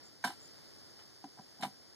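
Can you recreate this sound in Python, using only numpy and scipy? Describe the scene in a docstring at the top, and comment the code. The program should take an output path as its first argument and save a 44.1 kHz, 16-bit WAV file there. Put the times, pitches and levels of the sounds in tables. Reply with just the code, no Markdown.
"""A quiet grassy field, where a hand shifts on a camera: two sharp knocks, two soft bumps between.
Each knock is a bunch of tiny taps that ring the plastic case, thump the body and rattle loose parts.
Air hisses steadily, a small bird trills twice far off and insects chirp faintly.
The camera widens the stereo sound of its two microphones."""
import sys
import numpy as np
from scipy.fft import rfft, irfft, next_fast_len
from scipy.io import wavfile
from scipy.ndimage import map_coordinates

SR = 44100
rng = np.random.default_rng(int(sys.argv[2]) if len(sys.argv) > 2 else 0)


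def unload_wav(signal):
    """Save mono or channel-first audio to the path in sys.argv[1] as 16-bit WAV at rate SR, clipped to [-1, 1]."""
    wavfile.write(
        sys.argv[1],
        SR,
        np.round(np.clip(np.atleast_2d(signal).T, -1, 1) * 32767).astype(np.int16),
    )


N = 85995


def amp(db):
    """Turn decibels into a number to multiply by."""
    return 10 ** (np.asarray(db) / 20)


def unit(x):
    """Scale a sound to an average (rms) level of 1."""
    return x / np.sqrt(np.mean(x ** 2) + 1e-20)


def gains(table, hz):
    """Read each decibel column of a tone table at these frequencies, as gains."""
    table_hz, *columns = np.transpose(table)
    return amp([np.interp(np.log(hz + 1), np.log(table_hz), db) for db in columns])


def filtered(x, response):
    """Turn each frequency in x up or down as response says."""
    n = x.shape[-1]
    padded = next_fast_len(n + 8192)
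    return irfft(rfft(x, padded) * response(np.fft.rfftfreq(padded, 1 / SR)), padded)[..., :n]


def wobble(rate, n):
    """A smooth curve through rate random values a second."""
    return map_coordinates(rng.standard_normal(4096), [np.arange(n) * rate / SR], mode="wrap")


def strike(t, rise_s, fade_s):
    """The loudness of a hit: it rises fast and loses 60 dB every fade_s."""
    return (1 - np.exp(-t / rise_s)) * np.exp(-np.log(1000) * t / fade_s)


def add(out, start_s, x):
    """Mix x into out, beginning at start_s."""
    i = max(0, round(start_s * SR))
    out[..., i:i + x.shape[-1]] += x[..., :N - i]


# Sounds have two rows: mid is what left and right share, side is how they differ.
# Tone of the air: frequency_hz, mid_db_per_hz, side_db_per_hz
AIR_TONE = [(31.5, -82, -94), (58, -100, -106), (79, -77, -89), (127, -77.5, -89.3), (202, -85, -90.5),
            (298, -82, -89.5), (633, -93, -94.5), (1110, -99.5, -104), (2070, -97.5, -100.5),
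            (2450, -102, -102), (3780, -100.4, -103.1), (3980, -102.5, -95.5), (5264, -84, -85),
            (5870, -100.5, -117), (6700, -103.5, -107), (8940, -105, -103), (9500, -106, -104.5),
            (12150, -111.5, -110.5), (14700, -113.5, -115)]
# How the air rises and falls: time_s, rush_db, hiss_db
AIR_SWELL = [(0, 2, -2), (.17, -3.5, -3.5), (.46, 1, -0.5), (.9, 0, -1), (1.23, -3, -2.5), (1.6, -2, -2.2),
             (1.95, -2.5, -3.5)]

def air():
    """A soft low rush of outdoor air and a high hiss, each swelling and sinking a little."""
    time_s, rush_db, hiss_db = np.transpose(AIR_SWELL)
    t = np.arange(N) / SR
    noise = filtered(rng.standard_normal((2, N)), lambda f: gains(AIR_TONE, f) * np.sqrt(SR / 2))
    rush = filtered(noise, lambda f: 1 / (1 + (f / 3300) ** 4))  # the part below 3300 Hz
    hiss = noise - rush
    rush_level = amp(np.interp(t, time_s, rush_db) - 0.1 * wobble(12, N))
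    return rush * rush_level + hiss * amp(np.interp(t, time_s, hiss_db))


# The bird's trills: start_s, pitch_hz, level_db, note_count (gets rounded)
BIRD_TRILLS = [(0.0347, 7140, -56, 4.3), (0.3982, 7230, -53.5, 5.5)]
NOTE_S, NOTE_EVERY_S, DROP_PER_NOTE_HZ = 0.011, 0.014, 70

def bird():
    """A far-off bird sings fast runs of thin notes that step down in pitch."""
    out, progress = np.zeros(N), np.linspace(0, 1, round(NOTE_S * SR))
    scoop_hz = 3000 * (progress - 0.4) ** 2  # each note dips, then rises
    for start_s, pitch_hz, level_db, note_count in BIRD_TRILLS:
        for k in range(round(note_count)):
            hz = pitch_hz - DROP_PER_NOTE_HZ * k + scoop_hz + rng.normal(0, 30)
            rough_level = amp(level_db + 4 * wobble(490, len(progress)))
            whistle = np.sin(2 * np.pi * np.cumsum(hz) / SR)
            add(out, start_s + k * NOTE_EVERY_S, rough_level * np.sin(np.pi * progress) * whistle)
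    return np.array([0.49 * out, out])  # more side than mid


# Insects in the grass: pitch_hz, chirps_per_s, level_db
INSECT_VOICES = [(6070, 11, -68), (6600, 11, -68.5)]
CHIRP_S, CHIRP_RISE_HZ, CHIRP_SCATTER_HZ, CHIRP_SCATTER_DB = 0.032, 454, 101, 1.2

def insects():
    """Distant insects make faint, short, rising chirps at a slightly uneven pace."""
    out, progress = np.zeros((2, N)), np.linspace(0, 1, round(CHIRP_S * SR))
    fade_in_out = np.sin(np.pi * progress) ** 2
    for pitch_hz, chirps_per_s, level_db in INSECT_VOICES:
        for k, (late, higher, louder) in enumerate(rng.standard_normal((24, 3))):
            start_s = (k + 0.5 + late / 5) / chirps_per_s
            hz = pitch_hz + CHIRP_SCATTER_HZ * higher + CHIRP_RISE_HZ * (progress - 0.5)
            chirp = fade_in_out * np.sin(2 * np.pi * np.cumsum(hz) / SR)
            if start_s * SR < N - 1:
                add(out[0], start_s, amp(level_db + CHIRP_SCATTER_DB * louder) * chirp)
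    return out


# Rattles of the loose parts: start_s, level_db, fade_s, brightness_db_per_octave
PART_RATTLES = [(.2255, -50, 0.029, -2), (.2402, -35, 0.06, -4), (0.2429, -31.5, 0.038, 2),
                (0.246, -36, 0.23, -1), (.265, -45, 0.22, 2.5), (0.989, -55, 0.18, -9),
                (1.24, -48.5, 0.039, -6), (1.6074, -48, 0.16, 1.5), (1.6236, -38, .09, -4.5),
                (1.6304, -33.5, .11, -5), (1.647, -46.5, .15, 5.5)]
# Their overall tone: frequency_hz, mid_db, side_db
RATTLE_TONE = [(100, -43, -45), (504, -1, -8), (840, 3, -3), (1640, -3, 3), (2320, 3, -1.5),
               (3200, -2.5, 0), (4270, -2.5, -1), (4930, -6, -14), (5500, 3, 4.5), (6350, -16, -23),
               (7680, -1, 1.5), (9640, -7.5, -7), (11800, -11.5, -11), (13700, -17, -17),
               (15500, -14, -8.5)]
# Pitches that ring out in the rattle, from the loose parts and, near 5 kHz, the microphone opening:
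# pitch_hz, width_hz, boost_db (negative is a dip)
RATTLE_RINGS = [(2990, 110, 10.5), (3672, 66, 9.5), (3620, 70, -4), (4150, 550, 6.5), (5080, 90, 19),
                (6950, 250, 7), (8150, 660, 4), (9610, 120, 11.5), (11430, 470, 9.5)]
GRAINS_PER_S, GRAIN_DB = 900, 2

def rattles():
    """Loose plastic parts chatter: grainy noise that rings at a few high pitches and dies away."""
    out, t = np.zeros((2, N)), np.arange(SR // 3) / SR
    for start_s, level_db, fade_s, brightness in PART_RATTLES:
        def tone(f):
            ring_db = sum(db / (1 + (2 * (f - hz) / width) ** 2) for hz, width, db in RATTLE_RINGS)
            treble_db = brightness * np.log2(np.maximum(f, 2000) / 4000)
            return gains(RATTLE_TONE, f) * amp(ring_db + treble_db)
        grains = rng.standard_normal((2, len(t))) * amp(GRAIN_DB * wobble(GRAINS_PER_S, len(t)))
        chatter = unit(filtered(grains, tone))
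        add(out, start_s, amp(level_db) * chatter * strike(t, rise_s=0.0018, fade_s=fade_s))
    return out


# Taps on the case: start_s, level_db, brightness_db_per_octave, clack_db (added to level_db),
# ring_stretch (multiplies base_fade_s)
CASE_TAPS = [(.2395, -34.5, 12.5, -8, 0.84), (.2428, -26.5, 3.5, -6.5, 1.04), (.2484, -36.5, -0.5, 7, 0.36),
             (.2752, -37.5, 6, -5, 1.23), (.3035, -44, -3, 4.5, 0.54), (.324, -53.5, -2, -14, 0.96),
             (1.2408, -46.5, -12, -4, 0.76), (1.374, -62.5, -12, 6, 0.49), (1.381, -62, -7, 5, 0.63),
             (1.388, -53, -6, 2.5, .8), (1.396, -61, -20, 6, 1), (1.592, -63, -14, 4, 1),
             (1.6015, -55, -13, -7, 1.6), (1.6075, -52.5, -28, -7, 0.29), (1.624, -44.5, 12.5, -1, 0.5),
             (1.629, -38, 5, 0.5, 0.28), (1.6345, -35, -9, -2, 0.55), (1.6475, -40, -3, 3, 1.2),
             (1.68, -66.5, -13, 15, 3)]
# Pitches the case rings at: pitch_hz, ring_db, base_fade_s, side_share
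CASE_RINGS = [(717, -3.5, 0.11, 0.072), (764, -1.5, 0.097, -0.084), (815, 0, 0.068, -0.089),
              (986, -2, 0.06, 0.038), (1054, -6, 0.023, -0.18), (1353, -27, 0.22, 0.13),
              (1515, -16, 0.13, 0.47), (1586, -5.5, 0.063, 0.4), (1751, -8, 0.049, 0.7),
              (1893, -20.5, 0.048, 0.32), (2276, -16, 0.12, 0.16)]
# Tone of the dull clack: frequency_hz, relative_db
CLACK_TONE = [(80, -101), (250, -67), (520, -76), (850, -61), (1600, -83.5), (2400, -76), (4200, -85.5),
              (7000, -89.5), (15000, -112)]
TAP_RISE_S, CLACK_FADE_S, SIDE_SCATTER_DB = 0.00019, 0.044, -34

def case_taps():
    """Each tap clacks and rings the case. Harder taps ring brighter; the grip cuts some short."""
    out, t = np.zeros((2, N)), np.arange(SR // 3) / SR
    pitch_hz, ring_db, base_fade_s, side_share = np.transpose(CASE_RINGS)[:, :, None]
    flip = np.pi * (np.arange(len(pitch_hz))[:, None] // 2)  # every other pair starts upside down
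    for start_s, level_db, brightness, clack_db, ring_stretch in CASE_TAPS:
        strength = amp(ring_db + brightness * np.log2(pitch_hz / 1000) + rng.normal(0, 1.8, pitch_hz.shape))
        hz = pitch_hz * (1 + rng.normal(0, 0.0017, pitch_hz.shape))
        phase = 2 * np.pi * hz * t + flip
        loudness = strength * strike(t, TAP_RISE_S, base_fade_s * ring_stretch)
        ring = (loudness * np.sin(phase)).sum(0)
        spread = side_share + amp(SIDE_SCATTER_DB) * rng.standard_normal(hz.shape)
        side = (loudness * np.cos(phase) * spread).sum(0)  # a quarter wave ahead of the mid
        noise = unit(filtered(rng.standard_normal(len(t)), lambda f: gains(CLACK_TONE, f)[0]))
        noise = filtered(noise, lambda f: amp(brightness * np.log2(np.clip(f, 700, 2000) / 1000)))
        clack = amp(clack_db) * noise * strike(t, TAP_RISE_S, CLACK_FADE_S)
        add(out, start_s, amp(level_db) * np.array([ring + clack, side]))
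    return out


# Thumps of the camera body: start_s, pitch_hz, level_db, fade_s, brightness_db_per_octave
BODY_THUMPS = [(0.2412, 267, -44, 0.086, 3), (0.2492, 248, -31.5, 0.15, -0.5),
               (.293, 335, -39.5, 0.071, -2), (1.2414, 280.7, -34.5, 0.11, 8),
               (1.389, 228, -39, 0.076, -10), (1.596, 253, -47.5, 0.3, -7), (1.627, 253.6, -32.5, 0.14, -1),
               (1.655, 255.5, -32.5, 0.1, -9)]
# The tones in each thump: pitch_ratio (multiplies pitch_hz), relative_db
THUMP_TONES = [(.57, -4), (0.784, 1.5), (0.998, 3.5), (1.398, -17.5)]

def thumps():
    """The whole camera shakes briefly in the hand, the same at both microphones."""
    out, t = np.zeros((2, N)), np.arange(SR // 3) / SR
    for start_s, pitch_hz, level_db, fade_s, brightness in BODY_THUMPS:
        shake = np.zeros(len(t))
        for pitch_ratio, relative_db in THUMP_TONES:
            wave = np.sin(2 * np.pi * (pitch_hz * pitch_ratio * t + rng.random()))
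            shake += amp(relative_db + brightness * np.log2(pitch_ratio)) * wave
        add(out[0], start_s, amp(level_db) * shake * strike(t, rise_s=0.0028, fade_s=fade_s))
    return out


def scene():
    """Add up all the sounds, then turn mid and side into left and right."""
    mid, side = air() + bird() + insects() + rattles() + case_taps() + thumps()
    return np.array([mid + side, mid - side])


WIDEN_DELAY_S, HIGHEST_HZ = 1 / 2620, 15800

def record(dry):
    """The camera takes a delayed copy of each channel away from the other: a wide, hollow sound."""
    delayed_other = filtered(dry[::-1], lambda f: np.exp(-2j * np.pi * f * WIDEN_DELAY_S))
    wide = (dry - delayed_other) / 2
    return filtered(wide, lambda f: f < HIGHEST_HZ)  # cut the very highest treble


dry = scene()
out = record(dry)
unload_wav(out)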